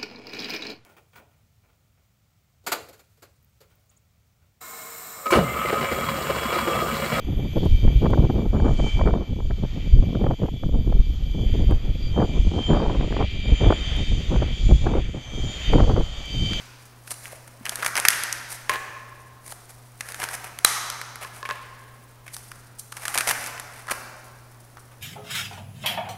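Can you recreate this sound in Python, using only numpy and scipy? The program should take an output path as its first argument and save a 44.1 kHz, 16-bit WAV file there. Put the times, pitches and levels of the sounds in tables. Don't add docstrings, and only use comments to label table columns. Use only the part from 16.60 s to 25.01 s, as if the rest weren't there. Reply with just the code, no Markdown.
import sys
import numpy as np
from scipy import signal
from scipy.fft import rfft, irfft, next_fast_len
from scipy.io import wavfile
from scipy.ndimage import map_coordinates

SR = 44100
rng = np.random.default_rng(int(sys.argv[2]) if len(sys.argv) > 2 else 0)


def generate_wav(signal):
    frames = np.transpose(np.atleast_2d(signal))
    scaled = np.clip(frames, -1, 1) * 32767
    pcm = np.round(scaled).astype(np.int16)
    wavfile.write(sys.argv[1], SR, pcm)


N = 370881
LEAD = SR

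# (t/s, crack peak level/dB, flexing rms level/dB, flexing pitch f/Hz)
EDGE_SNAPS = [(0.4765, -29.5, -40.5, 1570), (0.5075, -18.5, -44, 1400), (0.5417, -27, -49, 2080),
              (0.6559, -28.5, -35.5, 1850), (1.0547, -16.5, -30.5, 1680), (1.0639, -20.5, -27, 1650),
              (1.0941, -10, -35, 1530), (1.1568, -13, -36, 1840), (1.2249, -21.5, -20.5, 1400),
              (1.2467, -16.5, -25.5, 1460), (1.2628, -7, -19.5, 1470), (1.3547, -12.5, -22.5, 1840),
              (1.3675, -9.5, -25, 1430), (1.376, -12.5, -21, 1660), (1.3995, -8.5, -34.5, 1240),
              (1.4512, -8.5, -12.5, 1550), (1.5039, -8, -25.5, 1960), (1.5298, -23, -24, 1900),
              (1.6361, -10, -34, 1780), (1.7268, -7, -36, 1760), (2.0952, -9, -20, 1770),
              (2.1365, -21, -31.5, 1770), (2.9216, -28, -38, 1370), (3.4078, -16.5, -28, 1690),
              (3.488, -22, -38.5, 1670), (3.5213, -20.5, -40, 1610), (3.5447, -20.5, -34.5, 1510),
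              (3.6167, -24, -26.5, 1760), (3.6391, -15, -27, 1490), (3.6879, -24, -30.5, 1450),
              (3.9885, -15.5, -36, 1730), (4.3008, -13.5, -31.5, 1250), (4.4149, -22.5, -30.5, 1372),
              (4.557, -25.5, -37.5, 1440), (4.8535, -35, -29, 1858), (4.8903, -32, -29, 1130),
              (4.9006, -36.5, -27, 1780), (5.679, -33, -37.5, 1920), (5.745, -19.5, -51, 1400),
              (5.7662, -21, -40.5, 1280), (5.916, -25, -36.5, 1460), (6.3216, -24, -35, 1290),
              (6.3685, -22.5, -38, 1540), (6.4531, -17, -26.5, 1500), (6.4811, -10.5, -28, 1440),
              (6.542, -16, -28.5, 1360), (6.5463, -11.5, -32.5, 1590), (6.577, -2, -22.5, 1490),
              (6.5847, -7, -25.5, 1460), (6.6071, -12.5, -21, 1690), (6.6743, -13, -24, 1360),
              (6.6891, -9.5, -26, 1590), (6.6954, -11, -32.5, 2000), (6.7103, -15, -21.5, 1640),
              (6.794, -30, -48, 1600), (6.8626, -17, -35.5, 1610), (6.9787, -28, -36.5, 1850),
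              (6.998, -20, -38, 1390), (7.2703, -30.5, -42, 1340), (7.2807, -33, -27.5, 1390),
              (7.2985, -27, -29, 1250), (7.3133, -17, -26.5, 1290), (7.3324, -32, -33.5, 1200),
              (8.1703, -42, -39.5, 1180)]
# the same columns, then (lift of the other modes level/dB)
PACKET_SLAPS = [(-.3, 5.8, -15.5, 1480, 6.5), (1.4845, 10.7, -11.5, 1805, -14.5), (4.0477, 12, -7, 1230, 4)]
# (multiple of the pitch, width as share of the pitch, level/dB)
CARD_MODES = [(1, 0.37, 11), (1.702, 0.63, 0)]
# (multiple of the pitch, width as share of the pitch, level/dB)
PACKET_MODES = [(.72, 0.28, -7), (1, 0.13, 6), (1.65, 0.61, -4.5), (3.25, 0.061, 0.5), (4.898, 0.18, -15)]
# (f/Hz, relative level/dB)
CRACK_TONE = [(1500, -17), (3000, 0), (4000, -2), (6200, 0.5), (7400, -4), (9000, 2), (11300, 0.5),
              (13000, -7), (15500, -39)]
# (t/s, approximate peak level/dB)
DECK_KNOCKS = [(2.095, -8.5), (2.117, -18.5), (2.139, -26), (2.158, -17), (4.648, -23.5), (4.829, -22),
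               (4.853, -23.5), (4.890, -20.5), (4.91, -16), (7.298, -27), (7.313, -20.5)]
# (f/Hz, width f/Hz, relative level/dB)
DECK_MODES = [(420, 79, -4), (600, 16, 3.5), (767, 12, -21.5), (1065, 32, 16), (1700, 60, 10.5),
              (2550, 240, -3.5), (4630, 2800, -4)]
# (t/s, f/Hz, peak level/dB of the swell)
FINGER_PATS = [(.73, 600, -31.5), (1.009, 231, -37.5), (2.924, 760, -32)]
# (middle t/s, nominal length t/s, hiss level/dB, body of the pack level/dB)
RUBBING_STROKES = [(0.505, 0.086, -43, -49), (0.654, 0.084, -44, -46.5), (0.732, 0.09, -48.5, -49),
                   (.88, 0.01, -48.5, -45.5), (1.178, 0.33, -47, -39), (1.27, 0.03, -33.5, -36),
                   (1.384, 0.058, -34, -25.5), (1.924, 0.079, -36.5, -43), (2.128, 0.083, -54, -28.5),
                   (2.883, 0.11, -42.5, -49), (3.107, 0.044, -47, -50), (3.501, 0.2, -47, -45.5),
                   (3.624, 0.089, -36.5, -33), (3.733, 0.081, -35.5, -37), (3.852, 0.083, -50, -44),
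                   (4.643, 0.075, -42.5, -36), (4.761, 0.093, -47, -45.5), (4.926, 0.12, -60.5, -47),
                   (5.668, 0.013, -42, -37.5), (5.76, 0.086, -43, -56), (5.84, 0.44, -56.5, -64),
                   (6.201, 0.032, -38, -61), (6.492, 0.3, -42.5, -41), (6.586, 0.072, -36, -31),
                   (6.696, .05, -26, -24.5), (6.835, 0.16, -40.5, -41.5), (7.151, .2, -55, -50.5),
                   (7.316, 0.021, -31.5, -27.5), (8.331, .048, -69, -50)]
# (f/Hz, relative level/dB per Hz)
RUB_HISS_TONE = [(2000, -27.5), (4000, -1), (5800, 3), (7400, 1.5), (9500, 9), (11300, 4), (13000, 0),
                 (15500, -10.5)]
# (f/Hz, relative level/dB per Hz)
RUB_PACK_TONE = [(300, -7), (700, 4.5), (1500, 2), (2300, 2.5), (3300, -6), (6000, -19)]
# (f/Hz, time to fall 60 dB t/s)
WALL_DECAY = [(300, 2.16), (800, 2.03), (2000, 1.414), (5500, 1.41), (10000, 0.66), (15000, 1.06)]
# (f/Hz, average rms level/dB)
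MOTOR_HUM = [(120, -51.5), (240, -69.5)]
# (f/Hz, relative level/dB per Hz)
AIR_TONE = [(20, -7.5), (70, -5.5), (190, -14.5), (240, -12.5), (300, -13.5), (1000, -14.5), (3200, -26),
            (9800, -32), (15500, -29.5)]

CREEP_S, RELEASE_S = .004, .005
CARD_SCUFF_S, PACKET_SCUFF_S = 0.019, 0.013
SCUFF_DB_PER_DOUBLING, SCUFF_SCATTER = 10.5, .3
FLEX_S = .005
USUAL_CRACK_DB = 14
THINNING, THIN_BELOW_HZ = 0.21, 8000
CONTACT_S = .00005
TICKS_PER_S, TICK_DB, TICK_SPREAD_DB, TICK_S = 300, 3, 2.5, .0007
TOP_HZ = 15750


def amp(db):
    return 10 ** (np.asarray(db) / 20)


def unit(x):
    return x / np.sqrt(np.mean(x ** 2) + 1e-20)


def along(points, hz):
    f, value = np.transpose(points)
    return np.interp(np.log(hz + 1), np.log(f + 1), value)


def wobble(rate):
    knots = rng.standard_normal(int(N * rate / SR) + 4)
    return map_coordinates(knots, [np.arange(N) * rate / SR])


def filtered(x, response):
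    m = next_fast_len(len(x) + 8192)
    return irfft(rfft(x, m) * response(np.fft.rfftfreq(m, 1 / SR)), m)[:len(x)]


def coloured_noise(rough, tone):
    noise = rough * rng.standard_normal(N)
    return unit(filtered(noise, lambda hz: amp(along(tone, hz))))


def causal(points):
    def response(hz):
        cepstrum = irfft(np.log(amp(along(points, hz))))
        cepstrum[1:len(cepstrum) // 2] *= 2
        cepstrum[len(cepstrum) // 2 + 1:] = 0
        return np.exp(rfft(cepstrum))
    return response


def resonance(hz, centre_hz, width_hz):
    return 1j * hz * width_hz / (centre_hz ** 2 - hz ** 2 + 1j * hz * width_hz)


def mode_sum(modes):
    def response(hz):
        return sum((-1) ** k * amp(db) * resonance(hz, centre, width)
                   for k, (centre, width, db) in enumerate(modes))
    return response


def snaps(rows, modes, scuff_s, crack_spread):
    near, far = np.zeros((2, LEAD + N + SR))
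    t = np.arange(SR // 20) / SR
    pulse = 1. * (t == 0)
    after = np.maximum(t - CREEP_S, 0)
    for s, crack_db, flex_db, pitch_hz, *lift_db in rows:
        excess_db = crack_db - flex_db - USUAL_CRACK_DB
        doublings = -excess_db / SCUFF_DB_PER_DOUBLING + SCUFF_SCATTER * rng.standard_normal()
        drag = 2 ** np.clip(doublings, -2, 2)

        thin_db = THINNING * np.clip(excess_db, -8, 20)
        tone = [(f, db + thin_db * min(np.log2(f / THIN_BELOW_HZ), 0)) for f, db in CRACK_TONE]
        edge = filtered(pulse, causal(tone))
        body = mode_sum([(m * pitch_hz, w * pitch_hz, db + sum(lift_db) * (m != 1))
                         for m, w, db in modes])

        release = amp(-60 * after / RELEASE_S)
        scuff = 1.23 * amp(-60 * after / (scuff_s * drag))
        slips = amp(4 * np.repeat(rng.standard_normal(len(t) // 40 + 1), 40)[:len(t)])
        strength = np.where(t < CREEP_S, 0.021 * t / CREEP_S, release + slips * scuff)
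        burst = strength * rng.standard_normal((2, len(t)))

        crack = signal.fftconvolve(burst[0], edge)[:len(t)]
        crack = amp(crack_db) * crack / np.abs(crack).max()
        flex = filtered(burst[1], body)
        flex = amp(flex_db) * flex * np.sqrt(FLEX_S * SR) / np.linalg.norm(flex)

        at = LEAD + round((s - CREEP_S) * SR)
        near[at:at + len(t)] += crack + flex
        let_go = at + round(CREEP_S * SR)
        for sound, even, spread in ((crack, edge, crack_spread), (flex, filtered(pulse, body), 1)):
            far[let_go:][:len(t)] += spread * np.linalg.norm(sound) * even / np.linalg.norm(even)
    return near[:LEAD + N], far[:LEAD + N]


def slide():
    t = np.arange(N) / SR
    swell = np.array([np.cos(np.pi * np.clip((t - s) / (1.32 * length), -.5, .5)) ** 2
                      for s, length, _, _ in RUBBING_STROKES])
    hiss_gain, pack_gain = amp(np.array(RUBBING_STROKES)[:, 2:]).T @ swell

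    tick_sizes = amp(TICK_DB + TICK_SPREAD_DB * rng.exponential(size=N))
    ticks = (rng.random(N) < TICKS_PER_S / SR) * tick_sizes
    fading_ticks = signal.lfilter([1], [1, -np.exp(-1 / (TICK_S * SR))], ticks)
    rough = (1 + fading_ticks) * amp(3.9 * wobble(70))

    hiss = coloured_noise(rough, RUB_HISS_TONE)
    pack = coloured_noise(rough, RUB_PACK_TONE)
    fidget = amp(-62.0 + 1.9 * wobble(7.7))
    return np.pad((hiss_gain + fidget) * hiss + pack_gain * pack, (LEAD, 0))


def knocks():
    blows = np.zeros(LEAD + N)
    u = np.arange(SR // 50) / SR / CONTACT_S
    push = u * np.exp(-u)
    for s, db in DECK_KNOCKS:
        ragged_push = push * (1 + 0.15 * rng.standard_normal(len(u)))
        blows[LEAD + round(s * SR):][:len(u)] += amp(db) * ragged_push
    deck = mode_sum(DECK_MODES)
    return filtered(blows, deck) / np.abs(filtered(push, deck)).max()


def thuds():
    out = np.zeros(LEAD + N)
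    t = np.arange(SR // 10) / SR
    for s, hz, db in FINGER_PATS:
        u = t * hz / 0.78
        swell = np.e * u * np.exp(-u)
        out[LEAD + round(s * SR):][:len(t)] += amp(db) * swell * np.sin(2 * np.pi * hz * t)
    return out


def room(x):
    out = np.zeros(len(x) + 4 * SR)
    step, length = SR // 4, 2 * SR
    tails = []
    for _ in range(6):
        hz, t, z = signal.stft(rng.standard_normal(length), SR, nperseg=256)
        swell = 1 - np.exp(-t / .008)
        decay = amp(-60 * t / along(WALL_DECAY, hz)[:, None])
        tail = signal.istft(z * swell * decay, SR, nperseg=256)[1][:length]
        tails.append(tail / np.linalg.norm(tail))
    for k, at in enumerate(range(0, len(x), step)):
        wet = signal.fftconvolve(x[at:at + step], tails[k % len(tails)])
        out[at:at + len(wet)] += wet
    return out[:len(x)]


def background():
    turn = 2 * np.pi * np.arange(N) / SR + 0.0055 * wobble(4.4)
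    hum = sum(np.sqrt(2) * amp(db + 0.75 * wobble(12)) * np.sin(hz * turn) for hz, db in MOTOR_HUM)
    return hum + amp(-54.0) * coloured_noise(1, AIR_TONE)


def scene():
    edges, edges_far = snaps(EDGE_SNAPS, CARD_MODES, CARD_SCUFF_S, crack_spread=0.72)
    slaps, slaps_far = snaps(PACKET_SLAPS, PACKET_MODES, PACKET_SCUFF_S, crack_spread=0.58)
    faces = slide()
    deck = knocks() + thuds()
    echo = room(amp(-5.5) * edges_far + amp(-8) * slaps_far + amp(-8.5) * deck + amp(-7.0) * faces)
    cards = (edges + slaps + deck + faces + echo)[LEAD:]
    return (cards + background())[None]


def record(dry):
    clipped = dry[0] / (1 + np.abs(dry[0]) ** 8) ** (1 / 8)
    return filtered(clipped, lambda hz: hz < TOP_HZ)[None]


dry = scene()
out = record(dry)
generate_wav(out)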